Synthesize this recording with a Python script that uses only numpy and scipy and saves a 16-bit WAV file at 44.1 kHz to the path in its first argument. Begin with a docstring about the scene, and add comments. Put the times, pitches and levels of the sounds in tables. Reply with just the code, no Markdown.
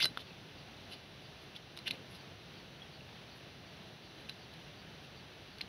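"""Over a steady outdoor rush, a large knife bites into a fish held above a basin, close to a phone.
The edge rasps over the scales, scales and fin rays snap, the steel rings and the flesh thuds softly;
the edge slips off with a zip. Two drops fall and a far bird starts its faint chirps. Light strokes
and skims lead to a second firm bite near 1.9 s and two more drops near 3 s. A short scrape follows
at 4.3 s, and a last cluster of snaps closes the scene at 5.6 s."""
import sys
import numpy as np
from scipy import signal
from scipy.fft import rfft, irfft
from scipy.io import wavfile
from scipy.ndimage import uniform_filter1d, map_coordinates

SR = 44100
rng = np.random.default_rng(int(sys.argv[2]) if len(sys.argv) > 2 else 0)


def waveform_to_disk(signal):
    """Save audio, clipped to [-1, 1], as 16-bit WAV at the path in sys.argv[1]."""
    frames = np.transpose(np.atleast_2d(signal))
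    scaled = np.clip(frames, -1, 1) * 32767
    samples = np.round(scaled).astype(np.int16)
    wavfile.write(sys.argv[1], SR, samples)


N = 250488
TIME = np.arange(N) / SR
RING_TIME = TIME[:SR // 4]  # time axis of one short hit
TOP_HZ = 15650

# spectrum of the outdoor rush: (frequency [Hz], relative level [dB])
RUSH_SPECTRUM = [(18, -26), (30, -32), (48, -7.5), (90, -1.5), (145, 0.5), (270, -6), (390, -6),
                 (480, -8.5), (740, -9), (1000, -14), (1250, -14.5), (1750, -13), (2500, -15.5),
                 (6000, -16), (11000, -24.5), (13000, -27.5), (15500, -14.5)]
# strokes of the edge over the scales:
# (time of peak pressure [s], rise [s], level [dB], rasp pitch [Hz], send to the blade [dB])
STROKES = [ (0.011, 0.018, -38, 3120, 5), (0.036, 0.021, -34.5, 4500, 4), (0.208, 0.0226, -51, 3600, -12),
           (0.934, 0.022, -53.5, 3540, 6), (1.565, 0.016, -51.5, 3720, -5.5),
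           (1.879, 0.015, -39.5, 3100, 1.5), (1.911, 0.005, -39, 3480, -14),
           (1.945, 0.028, -54, 2770, -16.5), (2.156, 0.017, -59, 4060, 7),
           (4.298, 0.007, -50.5, 4170, -0.5), (5.050, 0.020, -60, 3800, -2), ]
# scales and fin rays snapping: (time [s], level [dB], pitch [Hz], crack relative to level [dB])
SNAPS = [ (0.0025, -29, 2130, 2), (0.0168, -27, 3390, -18), (0.0214, -23, 2835, -7), (0.027, -15, 4800, -8),
         (0.0433, -14, 4250, -10), (0.0547, -26, 3080, 8), (0.1737, -30.5, 3600, -5),
         (1.5630, -38, 3400, -7.5), (1.7673, -43.5, 3700, -2.5), (1.7739, -37.5, 3730, 3.5),
         (1.7890, -37, 4100, -3), (1.8780, -30, 1773, 0.5), (1.9088, -29.5, 2515, -5),
         (1.9092, -29, 3700, -2.5), (1.9146, -30, 4295, -14), (4.2887, -42, 2730, -4),
         (4.2949, -30, 4041, -6), (4.2958, -41, 2170, -13), (4.5380, -43, 4100, -3),
         (5.5843, -40, 4450, -4), (5.6096, -29.5, 2330, -8), (5.613, -26.5, 4223, -9), ]
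# modes of the steel, damped by hand and fish: (frequency [Hz], relative gain [dB], t60 [s])
BLADE_MODES = [(1547, 9, .05), (2087, 10.5, 0.058), (2230, -13, 0.041), (2768, 4, 0.067), (2986, 4, 0.087),
               (3023, 6, 0.17), (3512, 11, 0.072), (3990, 13, 0.099), (4213, 4, 0.063), (4596, 7, 0.038),
               (4980, 13.5, 0.067), (5380, 8.5, 0.032), (5940, -39, 0.094), (8883, 10, .052),
               (10290, 13, 0.0284), (10860, 9.5, 0.0197), (11480, 5, 0.02607)]
# hand and fish bumping the blade: (time [s], level [dB], pitch [Hz])
BUMPS = [(0.048, -48.5, 590), (0.050, -47, 195), (0.105, -52, 170.6), (1.912, -50, 177),
         (1.945, -53.5, 460), (5.640, -55.5, 233)]
# blade modes plucked as the tip springs free: (frequency [Hz], push [dB])
TIP_MODES = [(3975, -28.5), (8883, -23.5)]
# drops falling into the basin: (time [s], level [dB], pitch [Hz], t60 [s])
DRIPS = [(0.1735, -23.5, 1380, 0.01), (0.305, -51, 2590, 0.053), (2.819, -44, 3312, 0.051),
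         (3.008, -43, 2740, .01)]
# phrases of the far bird: (start [s], rough end [s], chirp spacing [s])
BIRD_PHRASES = [(0.27, 1.26, .33), (2.207, 5.53, .37)]
# light passes over wet skin: (time [s], level [dB])
SKIMS = [(0.915, -61), (1.225, -68.5), (1.430, -63), (2.115, -59.5), (2.160, -61.5), (3.370, -65),
         (4.212, -67)]
# EQ of the microphone behind its port: (frequency [Hz], gain [dB])
MIC_EQ = [(1000, -0.5), (2200, -0.5), (2750, 3.5), (4100, 1), (5200, -7.5), (6000, -6.5), (6700, -19.5),
          (7700, -24), (9200, -15.5), (11100, -9.5), (12900, -14.5), (15500, -23)]


def undb(db):
    """Decibels to gain."""
    return 10 ** (np.asarray(db) / 20)


def unit(x):
    """Scale to rms 1."""
    return x / np.sqrt(np.mean(x ** 2))


def add(out, time, x):
    """Mix x into out, starting at a time in seconds."""
    start = int(round(time * SR))
    x, start = x[max(-start, 0):], max(start, 0)
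    out[start:start + len(x)] += x[:max(len(out) - start, 0)]


def fade(t60):
    """Exponential decay that loses 60 dB in t60 seconds."""
    return np.exp(-np.log(1000) * RING_TIME / t60)


def ping(hz, t60, rise_s=0.000095):
    """A damped sine with a quick attack."""
    attack = 1 - np.exp(-RING_TIME / rise_s)
    return attack * np.sin(2 * np.pi * hz * RING_TIME) * fade(t60)


def band(x, hz, q):
    """A band-pass applied twice for steep skirts, gain 1 at its centre."""
    w = 2 * np.pi * min(hz, TOP_HZ) / SR
    a = np.sin(w) / (2 * q)
    section = np.array([a, 0, -a, 1 + a, -2 * np.cos(w), 1 - a]) / (1 + a)
    return signal.sosfilt([section, section], x)


def noise_band(samples, hz, q):
    """Band-passed noise at rms 1."""
    return unit(band(rng.standard_normal(samples), hz, q))


def equalise(x, points, size=8192):
    """Minimum-phase EQ through (frequency [Hz], gain [dB]) points."""
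    hz, db = np.transpose(points)
    grid = np.maximum(np.fft.rfftfreq(size, 1 / SR), 1)
    gain = undb(np.interp(np.log(grid), np.log(hz), db))
    cepstrum = irfft(np.log(gain))
    cepstrum[1:size // 2] *= 2
    cepstrum[size // 2 + 1:] = 0
    impulse = irfft(np.exp(rfft(cepstrum)))
    return signal.fftconvolve(x, impulse)[:len(x)]


def drift(rate_hz):
    """Slow modulation: random values joined by straight lines."""
    knots = rng.standard_normal(N // 100)
    return np.interp(TIME * rate_hz, np.arange(len(knots)), knots)


def yard(rush_db=-50.5, rumble_db=-67):
    """The outdoor bed: an even far rush over a low rumble that wavers a little."""
    rush = unit(equalise(rng.standard_normal(N), RUSH_SPECTRUM))
    rush *= undb(rush_db + 0.64 * drift(rate_hz=6.7))
    rumble = noise_band(N, hz=140, q=4.3) * undb(rumble_db + 2 * drift(rate_hz=4.3))
    return rush + rumble


def sliding(force_db=-66, swing_db=3):
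    """The resting edge creeps on wet skin; returns the force that keeps the steel faintly astir."""
    return noise_band(N, hz=3300, q=0.45) * undb(force_db + swing_db * drift(rate_hz=7.13))


def strokes(catches_per_s=3400, scatter_db=3, glide_octaves=0.39, firm_db=-29, flesh_db=-19):
    """The edge catches on scale after scale; returns the rasp and the force on the blade."""
    rasp, force = np.zeros(N), np.zeros(N)
    for time, rise, db, hz, send_db in STROKES:
        release = 0.65 * rise
        t = np.arange(-3 * rise, 3 * release, 1 / SR)
        pressure = np.exp(-(t / np.where(t < 0, rise, release)) ** 2)
        sizes = rng.choice([-1, 1], len(t)) * undb(scatter_db * rng.standard_normal(len(t)))
        catches = sizes * (rng.random(len(t)) < catches_per_s / SR)
        # the edge gathers speed, so the rasp climbs in pitch
        speed = 2 ** (glide_octaves * np.tanh(np.minimum(t, release / 2) / rise))
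        scrape = map_coordinates(band(catches, hz, q=1.4), [np.cumsum(speed)], mode="mirror")
        fizz = unit(band(catches, hz=6500, q=0.24))
        fizz_db = -8.5 + 0.33 * (firm_db - db)  # lighter strokes are fizzier
        grit = unit(unit(scrape) + undb(fizz_db) * fizz)
        # the soft body of the fish takes the drag as a dull rub
        rub = undb(flesh_db) * noise_band(len(t), hz=520, q=0.81)
        add(rasp, time + t[0], undb(db) * pressure * (grit + rub))
        add(force, time + t[0], undb(db + send_db) * pressure * grit)
    return rasp, force


def snaps(attack_s=0.00031, send_db=-0.5, flick_share=0.44):
    """A scale or fin ray gives with a pitched flick and a tearing crack; returns sound and blade force."""
    sound, force = np.zeros(N), np.zeros(N)
    attack = 1 - np.exp(-RING_TIME / attack_s)
    for time, db, hz, crack_db in SNAPS:
        flick = undb(db) * ping(hz, t60=0.0086)
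        tear = noise_band(len(RING_TIME), hz=4800, q=0.18)
        crack = undb(db + crack_db) * attack * tear * fade(t60=0.013)
        add(sound, time, flick + crack)
        add(force, time, undb(send_db) * (flick_share * flick + crack))
    return sound, force


def blade(force, ring_db=-3):
    """The steel rings in its bending modes, driven by the force at the edge."""
    impulse = np.zeros(len(RING_TIME))
    for hz, db, t60 in BLADE_MODES:
        decay = 2 * fade(t60) / fade(t60).sum()  # unity gain at resonance
        impulse += undb(db) * np.cos(2 * np.pi * hz * RING_TIME) * decay
    return undb(ring_db) * signal.fftconvolve(force, impulse)[:N]


def echoes(x, wet_db=-19, t60=0.2):
    """Ground, basin and walls scatter back a weak, short tail."""
    tail = rng.standard_normal(len(RING_TIME)) * fade(t60)
    return undb(wet_db) * signal.fftconvolve(x, tail / np.linalg.norm(tail))[:N]


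def bumps(swell_s=0.02):
    """Flesh is soft: its knocks swell and die as dull thuds."""
    out = np.zeros(N)
    t = RING_TIME - RING_TIME.mean()
    pressure = np.exp(-(t / swell_s) ** 2)
    for time, db, hz in BUMPS:
        thud = pressure * noise_band(len(t), hz, q=1.05)
        thud *= np.linalg.norm(pressure) / np.linalg.norm(thud)
        add(out, time + t[0], undb(db) * thud)
    return out


def slip(time=0.056, swell_s=0.0024, zip_db=-28):
    """The edge zips off the fish and the tip springs free; returns the zip and the pluck on the blade."""
    envelope = np.exp(-((TIME - time) / swell_s) ** 2)
    sound = undb(zip_db) * envelope * noise_band(N, hz=11200, q=2.1)
    force = np.zeros(N)
    add(force, time, sum(undb(db) * ping(hz, t60=0.019) for hz, db in TIP_MODES))
    return sound, force


def drips():
    """Each drop rings briefly where it meets the water."""
    out = np.zeros(N)
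    for time, db, hz, t60 in DRIPS:
        add(out, time, undb(db) * ping(hz, t60))
    return out


def bird(hz=4600, db=-57.5, swell_s=0.033, glide=-0.03, smear_hz=220, jitter_s=0.011):
    """Thin falling chirps at a nearly even pace, their pitch blurred by distance."""
    out = np.zeros(N)
    t = RING_TIME - RING_TIME.mean()
    envelope = undb(db) * np.exp(-(t / swell_s) ** 2)
    for start, end, spacing in BIRD_PHRASES:
        for time in np.arange(start, end + spacing / 2, spacing):
            blur = unit(uniform_filter1d(rng.standard_normal(len(t)), size=64))
            pitch = hz * (1 + glide * t / swell_s) + smear_hz * blur
            chirp = envelope * np.sin(2 * np.pi * np.cumsum(pitch) / SR)
            add(out, time + t[0] + jitter_s * rng.standard_normal(), chirp)
    return out


def skims(swell_s=0.018, send_db=4):
    """The edge grazes wet skin with a thin fizz; returns the sound and the force on the blade."""
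    pressure = sum(undb(db) * np.exp(-((TIME - time) / swell_s) ** 2) for time, db in SKIMS)
    fizz = pressure * noise_band(N, hz=10200, q=0.61)
    return fizz, undb(send_db) * fizz


def scene():
    """Knife, fish and basin up front, bird and yard behind, in mono."""
    contact, force = np.sum([strokes(), snaps(), slip(), skims()], axis=0)
    foreground = contact + blade(force + sliding()) + bumps() + drips()
    return (foreground + echoes(foreground) + bird() + yard())[None]


def record(dry):
    """The phone colours the treble and cuts the top steeply."""
    coloured = np.array([equalise(channel, MIC_EQ) for channel in dry])
    high_cut = signal.ellip(10, 0.2, 70, TOP_HZ, fs=SR, output="sos")
    return signal.sosfilt(high_cut, coloured)


dry = scene()
out = record(dry)
waveform_to_disk(out)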